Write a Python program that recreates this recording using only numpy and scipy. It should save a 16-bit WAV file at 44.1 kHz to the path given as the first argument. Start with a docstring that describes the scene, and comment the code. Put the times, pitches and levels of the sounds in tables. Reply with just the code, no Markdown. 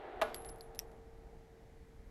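"""A shot's echo dies away in the woods; light wind rumbles on the microphone.
A spent brass casing knocks twice on something hollow, probably a steel drum: its modes ring,
one low note hums on. The casing tumbles over gravel, ticking on stones and ringing.
Near the last ticks, a sharp double click: a steel catch, probably the pistol's safety."""
import sys
import numpy as np
from scipy import signal
from scipy.fft import rfft, irfft, next_fast_len
from scipy.io import wavfile
from scipy.ndimage import map_coordinates

SR = 44100
rng = np.random.default_rng(int(sys.argv[2]) if len(sys.argv) > 2 else 0)


def unload_wav(signal):
    """Save mono or channel-first audio to the path in sys.argv[1] as 16-bit WAV at rate SR, clipped to [-1, 1]."""
    wavfile.write(
        sys.argv[1],
        SR,
        np.round(np.clip(np.atleast_2d(signal).T, -1, 1) * 32767).astype(np.int16),
    )


N = 92610

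# air hiss spectrum [f/Hz, level/dB]
HISS_COLOUR = [(100, 5.5), (450, -1), (800, -6.5), (1200, -13), (2000, -10), (2600, -18.5), (7000, -24.5),
               (9800, -29), (11500, -27), (16000, -39.5)]
# hiss envelope [t/s, level/dB]
HISS_ENVELOPE = [(.15, -67.5), (.4, -65), (2.1, -64)]
# wind rumble spectrum [f/Hz, level/dB]
WIND_COLOUR = [(15, -9), (35, 2), (62, -3), (85, -10.5), (130, -11), (220, -18.5), (400, -24.5),
               (1000, -66)]
# wind envelope [t/s, level/dB]
WIND_ENVELOPE = [(0, -63), (.15, -60.5), (.3, -52.5), (.39, -53), (.46, -56), (.9, -55), (1.2, -59.5),
                 (2.1, -55.5)]
GUST_DB, GUST_HZ = 2.5, 29.96

# echo spectrum at onset [f/Hz, level/dB]
ECHO_COLOUR = [(100, -37), (230, -15), (370, 0.5), (560, -4.5), (780, 1), (1000, -11.5), (1700, -12.5),
               (2600, -21.5), (4000, -29), (6000, -51), (12000, -90)]
# echo decay [f/Hz, t60/s]
ECHO_DECAY = [(450, 4.33), (800, 4.23), (1200, 3.66), (2500, 2.6)]
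ECHO_DB, SWELL_DB, SWELL_HZ = -47.5, -1.3, 6.2

# strikes of the catch [t/s, level/dB, grit/dB]
CATCH_STRIKES = [(0.7914, -22.5, -5), (0.7977, -29, -9)]
# strike spectrum [f/Hz, level/dB]
CATCH_COLOUR = [(1000, -32), (1800, 10), (4700, 1.5), (5400, 20), (5900, 17), (6600, 3), (10000, 1),
                (11600, 16), (14500, -5), (16000, -24)]
# spectrum of the catch's ring [f/Hz, level/dB]
CATCH_RING_COLOUR = [(800, -34), (2000, 0), (4700, -10), (5500, 6), (6400, -12), (8900, 2), (9900, -13),
                     (12200, -2), (16000, -35)]
CATCH_RING_DB, CATCH_RING_T60_S = -56, 0.13

# stone contacts, the one at 0.4952 s a reflection of the tick just before [t/s, level/dB, stone f/Hz, stone
# peak/dB, half-width/f, upper peak/dB]
STONE_HITS = [(.3449, -19.5, 4770, 10, 0.06, -0.5), (0.3606, -43, 5200, 12, .12, 9),
              (0.3642, -43, 5500, 5, .2, 2), (0.421, -46, 8500, 5, .2, 4),
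              (0.4483, -35, 4200, 5.5, 0.25, -6), (.4633, -41, 5720, -7, .12, 1),
              (0.4905, -41, 5200, 20.5, 0.12, 4), (0.4952, -39.5, 7700, 8.5, 0.5, 1),
              (.56, -49, 7500, 1, 0.18, 4), (0.5853, -50, 6400, -8, .12, 8),
              (0.609, -45.5, 4600, 24.5, 0.21, 11), (.639, -52, 8600, 4, .15, 3),
              (.7488, -40.5, 5000, 8, 0.078, -3), (0.7573, -43.5, 6300, -1, .12, 2),
              (.9167, -49, 6000, 2, .2, -3)]
# casing contact spectrum [f/Hz, level/dB]
TICK_COLOUR = [(300, -36.5), (1100, -5.5), (2200, 4), (3600, 4), (6400, -.5), (7800, 4.5), (9800, -3),
               (13600, 3.5), (16000, -32)]
GRIT_DB, GRIT_T60_S = -5.5, 0.0077
UPPER_HZ, UPPER_REL_WIDTH, FLANK_ORDER = 12600, 0.23, 3
REFLECT_S, REFLECT_DB = 0.0039, -13  # hard surface nearby
SCATTER_DB, SCATTER_T60_S = -6.5, 0.041

# ring stretches [start t/s, stop t/s, level/dB, ring f/Hz, t60/s, tumble f/Hz, phase swing/rad]
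RING_STRETCHES = [(0.218, .345, -51.5, 11140, 0.19, 70, 2.1), (0.346, 0.355, -49.5, 11040, 0.33, 47, 0.92),
                  (0.3585, 0.458, -47.5, 11100, 0.33, 64, 1.4),
                  (0.454, 0.529, -49, 11000, 0.69, 20.7, 0.75), (.5310, 0.6, -64.5, 10960, 0.41, 37, .8),
                  (0.608, 0.7, -54.5, 11020, 0.19, 32, 0.53), (0.748, 0.788, -63.5, 11040, 1, 23, .5),
                  (0.873, .97, -76.5, 11060, 0.71, 35, 1.2)]
# split mode of the casing's mouth [offset f/Hz, level/dB]
MOUTH_MODES = [(-20, 0.5), (49.5, -6)]
TUMBLE_DEPTH, UNEVEN_RAD, UNEVEN_HZ, SWINGS_PER_TURN = 0.55, 1, 46, 3.9
RING_RISE_S, RING_DAMP_S = 0.0014, 0.0018

# blows on the drum [t/s, level/dB]
DRUM_KNOCKS = [(.2150, -30), (0.2193, -28.5)]
# shell modes [f/Hz, level/dB re last blow, t60/s]
DRUM_MODES = [(239.3, -18.5, 0.58), (440, -12.5, 0.35), (609, -4, 0.23), (653, 4, 0.074), (701, -11, 0.16),
              (820, 0, 0.1), (930, -12.5, 0.076), (1064, -2, 0.068), (1110, -6, 0.07), (1323, -17, 0.2),
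              (1454, -13, 0.27), (1690, -16, 0.17), (2150, -35, 0.75), (2436, -27, 0.25)]
# spectrum of the shell's dense, short-lived modes [f/Hz, level/dB]
THUD_COLOUR = [(150, -45), (330, -10.5), (500, -8.5), (700, 3), (940, -7.5), (1130, -2.5), (1900, -13),
               (3500, -17.5), (6200, -32.5), (7700, -34), (10000, -38), (12500, -34), (16000, -77)]
THUD_DB, THUD_T60_S, THUD_TAIL_DB, THUD_TAIL_T60_S = 2, 0.048, -18, 0.63
CRACK_DB, CRACK_T60_S = -10, 0.0052
HUM_HZ, HUM_DB, HUM_T60_S = 452.8, -53, 9.16
LOW_CUT_HZ = 287  # knocks and ring carry little below this

TOP_HZ = 16200


def amp(db):
    """dB to gain."""
    return 10 ** (np.asarray(db) / 20)


def unit(x):
    """Scale to rms 1."""
    return x / np.sqrt(np.mean(x ** 2) + 1e-20)


def along(points, hz):
    """Interpolate (f/Hz, value) points on a log axis."""
    f, values = np.transpose(points)
    return np.interp(np.log(hz + 1), np.log(f + 1), values)


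def clock():
    """Sample times, t/s."""
    return np.arange(N) / SR


def bins():
    """FFT bins, f/Hz."""
    return np.fft.rfftfreq(N, 1 / SR)


def fade(t, t60_s):
    """Exponential decay."""
    return amp(-60 * t / t60_s)


def delayed(x, delay_s):
    """Delay x, cut to N samples."""
    return np.pad(x, (max(round(delay_s * SR), 0), 0))[:N]


def wobble(rate_hz):
    """Smooth random curve, rate_hz knots a second."""
    return map_coordinates(rng.standard_normal(N // 20), [clock() * rate_hz])


def coloured(x, colour_db):
    """Minimum-phase filter; one dB value per bin."""
    cepstrum = irfft(np.log(amp(colour_db)), N)
    fold = 1 + np.sign(N / 2 - np.arange(N)) - (np.arange(N) == 0)
    response = irfft(np.exp(rfft(cepstrum * fold)), N)
    return signal.fftconvolve(x, response)[:N]


def noise(colour):
    """Coloured noise, rms 1."""
    return unit(irfft(rfft(rng.standard_normal(N)) * amp(along(colour, bins())), N))


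def burst(colour, t60_s):
    """Decaying noise through a body's colour, scaled to its envelope's rms."""
    envelope = fade(clock(), t60_s)
    body = coloured(rng.standard_normal(N) * envelope, along(colour, bins()))
    return unit(body) * np.sqrt(np.mean(envelope ** 2))


def contact(colour_db, grit_db):
    """Impulse plus a short gritty scrape, coloured."""
    t = clock()
    grit = rng.standard_normal(N) * fade(t, GRIT_T60_S)
    force = (t == 0) + amp(grit_db) * grit / np.linalg.norm(grit)
    return coloured(force, colour_db)


def air_and_wind():
    """Faint outdoor hiss; uneven wind rumble."""
    gain = lambda envelope: amp(np.interp(clock(), *np.transpose(envelope)))
    hiss = noise(HISS_COLOUR)
    rumble = unit(noise(WIND_COLOUR) * amp(GUST_DB * wobble(GUST_HZ)))
    return gain(HISS_ENVELOPE) * hiss + gain(WIND_ENVELOPE) * rumble


def woods_echo():
    """The shot returns unevenly from the trees; treble fades first."""
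    hz, t, spectra = signal.stft(noise(ECHO_COLOUR), SR, nperseg=512)
    decay = fade(t, along(ECHO_DECAY, hz)[:, None])
    _, echo = signal.istft(spectra * decay, SR, nperseg=512)
    return amp(ECHO_DB + SWELL_DB * wobble(SWELL_HZ)) * echo[:N]


def safety_catch():
    """A steel catch snaps over, restrikes more softly, rings briefly."""
    colour_db = along(CATCH_COLOUR, bins())
    snaps = sum(amp(db) * delayed(contact(colour_db, grit_db), at_s)
                for at_s, db, grit_db in CATCH_STRIKES)
    ring = amp(CATCH_RING_DB) * burst(CATCH_RING_COLOUR, CATCH_RING_T60_S)
    return snaps + delayed(ring, CATCH_STRIKES[0][0])


def gravel_ticks():
    """Brass on stone: gritty pulses through two resonances, reflected once, scattered by gravel."""
    f, direct, scatter = bins(), np.zeros(N), np.zeros(N)
    peak = lambda hz, rel_width: 1 / (1 + np.abs((f - hz) / (rel_width * hz)) ** FLANK_ORDER)
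    tick_db = along(TICK_COLOUR, f)
    tail = fade(clock(), SCATTER_T60_S)
    for at_s, db, stone_hz, stone_db, rel_width, upper_db in STONE_HITS:
        peaks_db = stone_db * peak(stone_hz, rel_width) + upper_db * peak(UPPER_HZ, UPPER_REL_WIDTH)
        direct += amp(db) * delayed(contact(tick_db + peaks_db, GRIT_DB), at_s)
        scatter += amp(db) * delayed(rng.standard_normal(N) * tail, at_s)
    scatter = coloured(scatter / np.linalg.norm(tail), tick_db)
    return direct + amp(REFLECT_DB) * delayed(direct, REFLECT_S) + amp(SCATTER_DB) * scatter


def casing_ring():
    """High brass ring, in stretches that each stop abruptly; tumbling flutters level and phase."""
    t, out = clock(), np.zeros(N)
    for start_s, stop_s, db, hz, t60_s, tumble_hz, swing_rad in RING_STRETCHES:
        turn_rad = 2 * np.pi * tumble_hz * t + UNEVEN_RAD * wobble(UNEVEN_HZ)
        ring = np.zeros(N)
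        for offset_hz, mode_db in MOUTH_MODES:
            phase_rad = 2 * np.pi * ((hz + offset_hz) * t + rng.random())
            veer_rad = swing_rad * wobble(SWINGS_PER_TURN * tumble_hz)
            ring += amp(mode_db) * np.sin(phase_rad + veer_rad)
        facing = 1 - TUMBLE_DEPTH * np.sin(turn_rad) ** 2
        rise = 1 - np.exp(-t / RING_RISE_S)
        damping = np.exp(-np.maximum(t - (stop_s - start_s), 0) / RING_DAMP_S)
        out += amp(db) * delayed(ring * facing * rise * fade(t, t60_s) * damping, start_s)
    return out


def steel_drum():
    """Two quick blows, one per end of the casing, leave the shell ringing and humming."""
    t, knocks = clock(), np.zeros(N)
    for at_s, db in DRUM_KNOCKS:
        thud = amp(THUD_DB) * burst(THUD_COLOUR, THUD_T60_S)
        tail = amp(THUD_TAIL_DB) * burst(THUD_COLOUR, THUD_TAIL_T60_S)
        crack = amp(CRACK_DB) * burst(TICK_COLOUR, CRACK_T60_S)
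        knocks += amp(db) * delayed(thud + tail + crack, at_s)
    last_s, last_db = DRUM_KNOCKS[-1]
    ring = sum((-1) ** k * amp(last_db + mode_db) * fade(t, t60_s) * np.sin(2 * np.pi * hz * t)
               for k, (hz, mode_db, t60_s) in enumerate(DRUM_MODES))
    hum = amp(HUM_DB) * fade(t, HUM_T60_S) * np.sin(2 * np.pi * HUM_HZ * t)
    low_cut = signal.butter(2, LOW_CUT_HZ, "highpass", fs=SR, output="sos")
    return signal.sosfilt(low_cut, knocks + delayed(ring + hum, last_s))


def scene():
    """Mono sum of all sources."""
    events = steel_drum() + gravel_ticks() + safety_catch() + casing_ring()
    return (events + woods_echo() + air_and_wind())[None]


def record(dry):
    """Brick-wall low-pass at TOP_HZ."""
    size = next_fast_len(N + SR // 2)
    passband = np.fft.rfftfreq(size, 1 / SR) < TOP_HZ
    return irfft(rfft(dry, size) * passband, size)[..., :N]


dry = scene()
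out = record(dry)
unload_wav(out)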